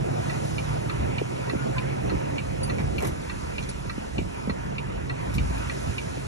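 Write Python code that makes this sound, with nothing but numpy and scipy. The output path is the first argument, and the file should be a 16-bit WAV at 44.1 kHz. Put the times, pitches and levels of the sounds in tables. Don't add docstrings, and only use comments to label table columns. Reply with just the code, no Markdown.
import sys
import numpy as np
from scipy import signal
from scipy.fft import rfft, irfft, next_fast_len
from scipy.io import wavfile
from scipy.ndimage import uniform_filter1d, map_coordinates

SR = 44100
rng = np.random.default_rng(int(sys.argv[2]) if len(sys.argv) > 2 else 0)


def rack_gain(trim_db):
    fader = np.asarray(trim_db, float)
    return 10 ** (fader / 20)


def transcribe(signal):
    frames = np.atleast_2d(signal).T
    limited = np.clip(frames, -1, 1)
    pcm = np.round(limited * 32767).astype(np.int16)
    wavfile.write(sys.argv[1], SR, pcm)


N = 276507

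# cycle_multiple, level_db
ENGINE_TONES = [(4, -19), (5, -19), (7, -6), (8, -18), (10, 9), (11, -6), (12, 4), (13, 5), (14, -24),
                (15, 1), (16, -33), (17, -15), (18, -2.5), (21, -6)]
# pitch_hz, width_hz, level_db
CAB_MODES = [(68.6, 23, -21.5), (138.4, 11.9, -9.5), (223, 160, -42)]
# cycle_multiple, level_db
JUDDER_TONES = [(6, 5), (8, -8), (10, -11), (12, -10)]
# pitch_hz, level_db
RUMBLE_COLOUR = [(20, -37), (35, -11.5), (55, -1), (95, -4.5), (140, -7), (220, -11), (400, -27),
                 (800, -120)]
# pitch_hz, level_db
ROAR_COLOUR = [(30, -120), (60, -16), (150, 1), (250, 0), (540, -0.5), (720, -1.5), (1000, -16),
               (1500, -21), (3000, -48), (6000, -120)]
# pitch_hz, level_db
FAN_COLOUR = [(800, 7.5), (2000, 0), (3500, -2), (4700, -2), (6500, -2), (8500, -5), (9800, 0.5),
              (11000, -3.5), (11500, -15.5), (12300, -32)]
# start_s, level_db
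RELAY_STARTS = [
    (0.2962, -20),
    (0.581, -20.5),
]
# pitch_hz, level_db, fade_60db_s
TICK_MODES = [(1135, -5, 0.033), (1250, -2, 0.028), (1294, 4, .03), (1390, -14, 0.019), (1580, -4, 0.034),
              (1854, -4.5, 0.018), (1950, 3, 0.031), (2170, -16, .025), (2345, -1, 0.043),
              (2540, -1.5, 0.028), (2680, -5, 0.049), (3640, -8, 0.026), (4000, -11.5, 0.021),
              (4200, -5, 0.045)]
# pitch_hz, level_db, fade_60db_s
TOCK_MODES = [(2210, -9, 0.021), (2320, -1, 0.048), (2383, 1.5, 0.047), (2500, 4.5, 0.029),
              (2703, -3, 0.053), (2775, -2, 0.032), (2904, -4, 0.054), (3100, -5, 0.029), (3250, -24, .02),
              (3654, -11, 0.059), (3910, -22, 0.018), (4100, -12, 0.018), (4530, -9, 0.022),
              (4226, -6.5, 0.028)]
# start_s, peak_db, pitch_hz, fade_60db_s, snap_db
KNOCK_EVENTS = [(0.996, -27, 170, .045, -8), (1.214, -15.5, 230, .045, -8), (1.533, -18, 200, .035, -5),
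                (1.55, -19, 170, .055, -12), (2.117, -20, 230, .045, -14), (2.14, -19, 170, .06, -12),
                (2.767, -43, 154, .045, -16), (2.8, -24, 145.6, .14, -19), (3.023, -28, 300, .03, -4),
                (3.029, -23, 240, .04, -5), (3.038, -21, 210, .04, -6), (3.051, -24, 200, .05, -5),
                (3.063, -27, 170, .05, -6), (3.092, -27, 190, .05, -5), (3.075, -27, 200, .06, -5),
                (3.852, -28, 250, .037, -12), (3.98, -19, 150, .04, -15), (4.172, -23, 170, .03, -10),
                (4.181, -21, 140, .04, -14), (4.187, -19, 200, .045, -5), (4.213, -22, 150, .06, -16),
                (4.474, -18, 150, .07, -7), (4.495, -18.5, 160, .055, -5), (5.502, -33, 214, .043, -19),
                (5.514, -37, 151, .042, -2), (6.171, -28, 260, .085, -12)]
# start_s, length_s, pitch_hz, level_db, overtones_db
SQUEAK_EVENTS = [
    (1.584, 0.067, 1440, -37, -32),
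    (1.76, 0.047, 1020, -39.5, -30),
    (2.63, 0.019, 4596, -36, 3),
    (2.667, 0.021, 11000, -48, -60),
    (3.62, 0.012, 4530, -60, 9),
    (3.687, 0.017, 4600, -47, 10.5),
]
SQUEAK_THIRD_DB = [-8, -8, 0, 0, 3, -40]
# start_s, peak_db, fade_60db_s, middle_db, treble_db
SCUFF_EVENTS = [(2.631, -52, .06, 4, -6), (2.783, -34, 0.13, -18, -36), (2.795, -28.5, 0.063, -20, -36),
                (2.809, -44, 0.082, -20, -30), (2.985, -42, .05, -8, -1), (3.003, -34, 0.067, -13, -8),
                (3.022, -33.5, 0.062, -9, -2), (3.03, -32, 0.046, -16, -14), (3.046, -26, 0.06, -15, -7),
                (3.053, -29.5, 0.041, -11, -10), (3.08, -35, 0.049, -17, -12),
                (3.068, -37, 0.084, -5.5, 5.5), (3.089, -41, 0.053, -15, -5),
                (3.623, -42.5, .09, -2.5, -14), (3.635, -53, .08, 5, -17), (3.689, -40, .07, 0, -19),
                (3.704, -46, .08, -1, -14), (5.328, -35, 0.036, -11, -16), (5.34, -41.5, 0.09, 1, 6),
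                (5.577, -54, .05, 2, 6), (5.765, -59, .097, -14, -18)]
# pitch_hz, right_lead_rad, likeness_0_to_1,
# left_minus_right_db
CHANNEL_DIFFERENCES = [(40, .6, .35, -.3), (130, 1.04, .9, -4.6), (260, 1.85, .72, -4.6), (410, 2.66, .8, -2),
                       (520, 2.9, .97, -.5), (650, 3.14, .999, -.1), (780, 3.42, .93, -.5),
                       (1100, 3.6, .65, -.7), (1750, 5, .2, -1.3), (2300, 3.5, .7, -1.5),
                       (4250, 4.9, .65, -1.5), (5300, .6, .72, -1.8), (8400, -2.3, .78, -.7),
                       (8800, -2.55, .86, -.3), (9150, -2.8, .93, 0), (9450, -3.1, .999, 0),
                       (9720, -3.18, .997, 0), (9950, -3.4, .92, 0), (10300, -3.8, .8, 0),
                       (11000, -4.65, .6, 0), (11500, -5.9, .8, 0), (11800, -6.28, .99, 0)]
# pitch_hz, width_hz, level_db
CLATTER_MODES = [(932, 85, -1.5), (1374, 290, -6), (1830, 1120, -10.5), (2510, 630, -6.5),
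                 (2850, 1070, -16.5)]
# pitch_hz, level_db
CLATTER_TREBLE = [(3500, 0), (6000, -12), (10000, -90)]
# pitch_hz, level_db
MICROPHONE_TREBLE = [(11500, 0), (12200, -14), (13200, -29), (14300, -38)]
# time_s, cycles_hz
ENGINE_SPEED = [(0, 11.3), (.64, 12), (1.06, 12.7), (1.55, 13.5), (1.92, 14), (2.15, 12.4), (2.58, 9.65),
                (3.04, 6.7), (3.6, 6.2), (4.2, 6.3), (4.8, 8.4), (5.15, 8.9), (5.45, 9.2), (5.9, 10),
                (6.27, 10.3)]
# time_s, effort_db
ENGINE_EFFORT = [(0, 7), (.5, 3), (1.3, 0), (1.75, 3), (2.4, 2), (3, 5.5), (3.35, -2), (4.4, 0), (5, 1),
                 (5.45, 2), (6.27, -1.5)]
# middle_s, length_s, rumble_db, boom_db
BUMPS = [(0.0, 0.039, -2, 4.5), (0.728, 0.053, -2, 7.5), (1.023, 0.03, 9.5, -7), (1.18, 0.078, 6, 2.5),
         (1.548, 0.018, 11, -25), (1.756, 0.068, 1.5, 0), (2.128, 0.14, 2, -0.5), (2.886, 0.13, 5, 4.5),
         (3.08, 0.037, 6, 9), (4.191, 0.039, 10, 14), (4.496, 0.037, 8, 7), (5.133, 0.046, -11, 4),
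         (5.39, 0.16, 8, -3), (5.893, 0.045, 9, -2)]

IDLE_HZ = 6.2
# (dB at idle, dB per octave of speed, share of the effort)
BOOM_LAW, RUMBLE_LAW, ROAR_LAW = (-43, 5.5, 1.1), (-37.5, 0.15, 0.4), (-44.5, 2.85, 0.71)
CLATTER_LAW, FAN_LAW, NINTH_LAW = (-48.5, 3.4, 0.038), (-55.5, 1.32, 0.043), (-52.5, 13.2, 0.3)
FIRING_DB, MOUNT_HZ = -46, 59.7
SWING_DB = 1
JUDDER_S, JUDDER_DB, GRAB_DB_PER_S, EASE_DB_PER_S = 5.43, -28, 110, 45
BEAT = .73
RELAY_PERIOD_S = .6
SWEEP, SWEEP_S = 1.8, .005
EDGE_DB, EDGE_FADE_S = 3, .035
WHINE_S, WHINE_END_S, WHINE_HZ, WHINE_DB = 1.33, 2.87, 531, -38
TURN = .09
GATE_HZ, GATE_DB = 8200, -9.5
STRICT_HZ, STRICT_DB_PER_KHZ = 11700, 6


def unit(x):
    return x / np.sqrt(np.mean(x ** 2) + 1e-20)


def band(order, low_hz, high_hz):
    return signal.butter(order, [low_hz, high_hz], "band", fs=SR, output="sos")


def along(f, v, hz):
    return np.interp(np.log(hz + 1), np.log(np.asarray(f) + 1), v)


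def curves(rows):
    s, *cols = np.transpose(rows)
    return [np.interp(np.arange(N) / SR, s, c) for c in cols]


def wobble(rate):
    steps = np.arange(0, N + 128, 128)
    knots = rng.standard_normal(int(N * rate / SR) + 4)
    return np.interp(np.arange(N), steps, map_coordinates(knots, [steps * rate / SR]))


def filtered(x, response):
    m = next_fast_len(N + SR // 2)
    return irfft(rfft(x, m) * response(np.fft.rfftfreq(m, 1 / SR)), m)[..., :N]


def resonances(modes):
    def response(f):
        return sum((-1) ** k * rack_gain(db) * 1j * f * w / (c * c - f * f + 1j * f * w)
                   for k, (c, w, db) in enumerate(modes))
    return response


def shaped(colour):
    return lambda hz: rack_gain(along(*np.transpose(colour), hz))


def rush(colour, patchy_db):
    z = signal.stft(rng.standard_normal((2, N + 512)), nperseg=512)[2]
    field = uniform_filter1d(rng.standard_normal(z.shape[1:]), size=6, axis=0)
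    field = uniform_filter1d(field, size=10, axis=1)
    pair = signal.istft(z * rack_gain(patchy_db * unit(field)), nperseg=512)[1][:, :N]
    return unit(filtered(pair, colour))


def add(track, s, sound):
    part = track[..., round(s * SR):][..., :sound.shape[-1]]
    part += sound[..., :part.shape[-1]]


def level(law):
    idle_db, per_octave_db, share = law
    octaves = np.log2(curves(ENGINE_SPEED)[0] / IDLE_HZ)
    return idle_db + per_octave_db * octaves + share * curves(ENGINE_EFFORT)[0]


def swell(column):
    t = np.arange(N) / SR
    return sum(row[column] * np.exp(-((t - row[0]) / row[1]) ** 2) for row in BUMPS)


def cab(x, t60, wet_db, apart_db):
    t = np.arange(SR // 6) / SR
    tail = rng.standard_normal((2, len(t))) * rack_gain(-60 * t / t60)
    wet = signal.fftconvolve(x[None], tail / np.linalg.norm(tail[0]), axes=1)[:, :len(x)]
    return np.array([x + rack_gain(wet_db) * wet[0], rack_gain(apart_db) * wet[1]])


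def fan():
    return rack_gain(level(FAN_LAW) + 10.0 + 2.0 * wobble(2.57)) * rush(shaped(FAN_COLOUR), patchy_db=1.3)


def road_rumble():
    rumble_db = level(RUMBLE_LAW) + swell(column=2) + 2.3 * wobble(8)
    return rack_gain(rumble_db) * rush(shaped(RUMBLE_COLOUR), patchy_db=1.5)


def gear_whine():
    t = np.arange(N) / SR
    fade = np.clip((t - WHINE_S) / 0.11, 0, 1) * np.clip((WHINE_END_S - t) / 0.048, 0, 1)
    turns = np.cumsum(WHINE_HZ + 2.5 * wobble(6)) / SR
    return rack_gain(WHINE_DB + 2.5 * wobble(9)) * fade * np.sin(2 * np.pi * turns)


def scuffs():
    track, t = np.zeros(N), np.arange(SR // 5) / SR
    low, mid, high = band(3, 500, 2300), band(3, 3200, 6500), band(3, 8000, 14000)
    for s, db, t60, middle_db, treble_db in SCUFF_EVENTS:
        grit = rng.standard_normal((3, len(t)))
        grain = rack_gain(4.0 * unit(uniform_filter1d(grit[2], size=60)))
        puff = unit(signal.sosfilt(low, grit[0]))
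        puff += rack_gain(middle_db) * unit(signal.sosfilt(mid, grit[1]))
        puff += rack_gain(treble_db) * unit(signal.sosfilt(high, grit[1]))
        add(track, s, rack_gain(db - 3.5 - 60 * t / t60) * (1 - np.exp(-t / 0.00064)) * grain * puff)
    return track


def squeaks():
    track, t = np.zeros(N), np.arange(SR // 6) / SR
    for (s, length, hz, db, second_db), third_db in zip(SQUEAK_EVENTS, SQUEAK_THIRD_DB):
        shake = unit(uniform_filter1d(rng.standard_normal((2, len(t))), size=60, axis=1))
        turns = np.cumsum(hz * (1 + .007 * shake[0])) / SR
        overtones_db = (0, second_db, second_db + third_db)
        tone = sum(rack_gain(g) * np.sin(2 * np.pi * k * turns)
                   for k, g in enumerate(overtones_db, 1) if k * hz < SR / 2)
        shape = (1 - np.exp(-t / .002)) / (1 + (t / length) ** 4)
        add(track, s, rack_gain(db + 2.5 * shake[1]) * shape * tone)
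    return track


def knocks():
    track, front, t = np.zeros(N), np.zeros(N), np.arange(SR // 5) / SR
    dull = band(2, 210, 680)
    for s, db, hz, t60, snap_db in KNOCK_EVENTS:
        snap = unit(signal.sosfilt(dull, rng.standard_normal(len(t)))) * rack_gain(snap_db - 4 - 60 * t / 0.03)
        turns = hz * (t + SWEEP * SWEEP_S * (1 - np.exp(-t / SWEEP_S)))
        panel = rack_gain(-60 * t / t60) * np.sin(2 * np.pi * turns)
        add(track, s, rack_gain(db - 2) * (panel + snap) * (1 - np.exp(-t / 0.002)))
        edge = rack_gain(db + snap_db + EDGE_DB - 60 * t / EDGE_FADE_S) * np.sin(2 * np.pi * 1.4 * turns)
        add(front, s, edge * (1 - np.exp(-t / 0.0025)))
    return track, front


def relay():
    dry, heard, t = np.zeros(N), np.zeros((2, N)), np.arange(SR // 8) / SR
    for (first, db), modes in zip(RELAY_STARTS, (TICK_MODES, TOCK_MODES)):
        ring = sum(rack_gain(mode_db - 60 * t / t60) * np.sin(2 * np.pi * (hz * t + rng.random()))
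                   for hz, mode_db, t60 in modes)
        crack = unit(signal.sosfilt(band(4, 1000, 4700), rng.standard_normal(len(t))))
        ring += rack_gain(-3.5 - 60 * t / 0.015) * crack
        for s in np.arange(first, N / SR, RELAY_PERIOD_S):
            click = rack_gain(db - 8 + .6 * rng.normal()) * ring * (1 - np.exp(-t / .0018))
            add(dry, s, click)
            add(heard, s, cab(click, t60=0.075, wet_db=-6, apart_db=3.5))
    return dry, heard


def engine_noise(cycle):
    gate = 1 + 0.025 * np.cos(12 * np.pi * cycle) + 0.027 * np.cos(2 * np.pi * cycle)
    roar_db = level(ROAR_LAW) + 8.0 + 0.067 * swell(column=2) + 0.14 * wobble(27)
    roar = rack_gain(roar_db) * rush(shaped(ROAR_COLOUR), patchy_db=2.0)
    block, dulling = resonances(CLATTER_MODES), shaped(CLATTER_TREBLE)
    clatter = rush(lambda hz: block(hz) * dulling(hz), patchy_db=2.0)
    clatter = rack_gain(level(CLATTER_LAW) + 5.0 + 1.4 * wobble(9.8)) * clatter
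    return gate * (roar + clatter)


def orders(cycle, table, drift_db, drift, gain=lambda k: 1):
    def tone(k, db):
        size = gain(k) * rack_gain(db + drift_db * wobble(2.94))
        return size * np.sin(2 * np.pi * k * (cycle + BEAT + drift * wobble(2.936)))
    return sum(tone(k, db) for k, db in table)


def engine():
    speed, t = curves(ENGINE_SPEED)[0], np.arange(N) / SR
    cycle = np.cumsum(speed) / SR
    modes = resonances(CAB_MODES)
    boom = orders(cycle, ENGINE_TONES, drift_db=2, drift=.004, gain=lambda k: np.abs(modes(k * speed)))
    boom /= np.sqrt(np.abs(uniform_filter1d(boom ** 2, size=12000)) + 1e-9)
    boom += rack_gain(-4 - 9 * np.clip(speed / 2 - 5, 0, 1)) * rush(modes, patchy_db=0.5)[0]
    boom *= rack_gain(level(BOOM_LAW) + swell(column=3))
    swing = np.abs(uniform_filter1d(np.gradient(speed) * SR, size=SR // 3))
    firing = rack_gain(FIRING_DB - SWING_DB * swing) / (1 + (6 * speed / MOUNT_HZ) ** 8)
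    firing = firing * orders(cycle, [(6, 8)], drift_db=2, drift=0.015)
    ninth = rack_gain(level(NINTH_LAW)) * orders(cycle, [(9, 2.2)], drift_db=1.5, drift=0.004)
    judder_db = JUDDER_DB - np.maximum(GRAB_DB_PER_S * (JUDDER_S - t), EASE_DB_PER_S * (t - JUDDER_S))
    judder = rack_gain(judder_db) * orders(cycle, JUDDER_TONES, drift_db=1.5, drift=0.033)
    return boom + firing + ninth + judder, cycle


def ports(pair):
    m = next_fast_len(N + 4096)
    hz = np.fft.rfftfreq(m, 1 / SR)
    f, *cols = np.transpose(CHANNEL_DIFFERENCES)
    lead, alike, tilt_db = (along(f, c, hz) for c in cols)
    angle = np.arccos(np.clip(alike, 0, 1)) / 2
    same, other = rfft(pair, m) * [np.cos(angle), np.sin(angle)]
    half = rack_gain(tilt_db / 2) * np.exp(-.5j * lead)
    both = irfft([(same + other) * half, (same - other) / half], m)[:, :N]
    return both + TURN * wobble(7) * np.gradient(both, axis=1) * [[1], [-1]]


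def gated(pair):
    halves = np.array([pair[0] + pair[1], pair[0] - pair[1]]) / 2
    hz, _, z = signal.stft(halves, SR, nperseg=2048)
    power = np.add.reduceat(np.abs(z) ** 2, np.arange(0, len(hz), 12), axis=1)
    power = np.repeat(power, 12, axis=1)[:, :len(hz)]
    hiss = np.median(power[0, (hz > 10300) & (hz < 11000)])
    limit_db = GATE_DB + STRICT_DB_PER_KHZ * np.clip(hz - STRICT_HZ, 0, None) / 1000
    keep = (power > hiss * rack_gain(2 * limit_db)[:, None]) | (hz < GATE_HZ)[:, None]
    mid, side = signal.istft(z * keep, SR, nperseg=2048)[1][:, :N]
    return np.array([mid + side, mid - side])


def scene():
    tones, cycle = engine()
    tick, ticks = relay()
    rub = squeaks() + scuffs()
    rubs = cab(rub, t60=0.058, wet_db=-3.5, apart_db=4.5)
    knock, front = knocks()
    blows = cab(knock, t60=0.03, wet_db=-14, apart_db=-2)
    hum = tones * np.array([[1], [.3]]) + gear_whine() * np.array([[1], [0]])
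    noises = road_rumble() + engine_noise(cycle) + fan()
    alike = filtered(rack_gain(-2.0) * tick + rack_gain(-2) * rub, lambda hz: 1 / (1 + (hz / 1900) ** 4))
    held = blows[0] * rack_gain([[-4], [-3]]) + front
    return ports(ticks + rubs + hum + noises + 1.5 * blows) + held + alike


def top_cut(x):
    return signal.sosfilt(signal.butter(12, 14330, fs=SR, output="sos"), x)


def record(dry):
    return top_cut(filtered(gated(dry), shaped(MICROPHONE_TREBLE)))


dry = scene()
out = record(dry)
transcribe(out)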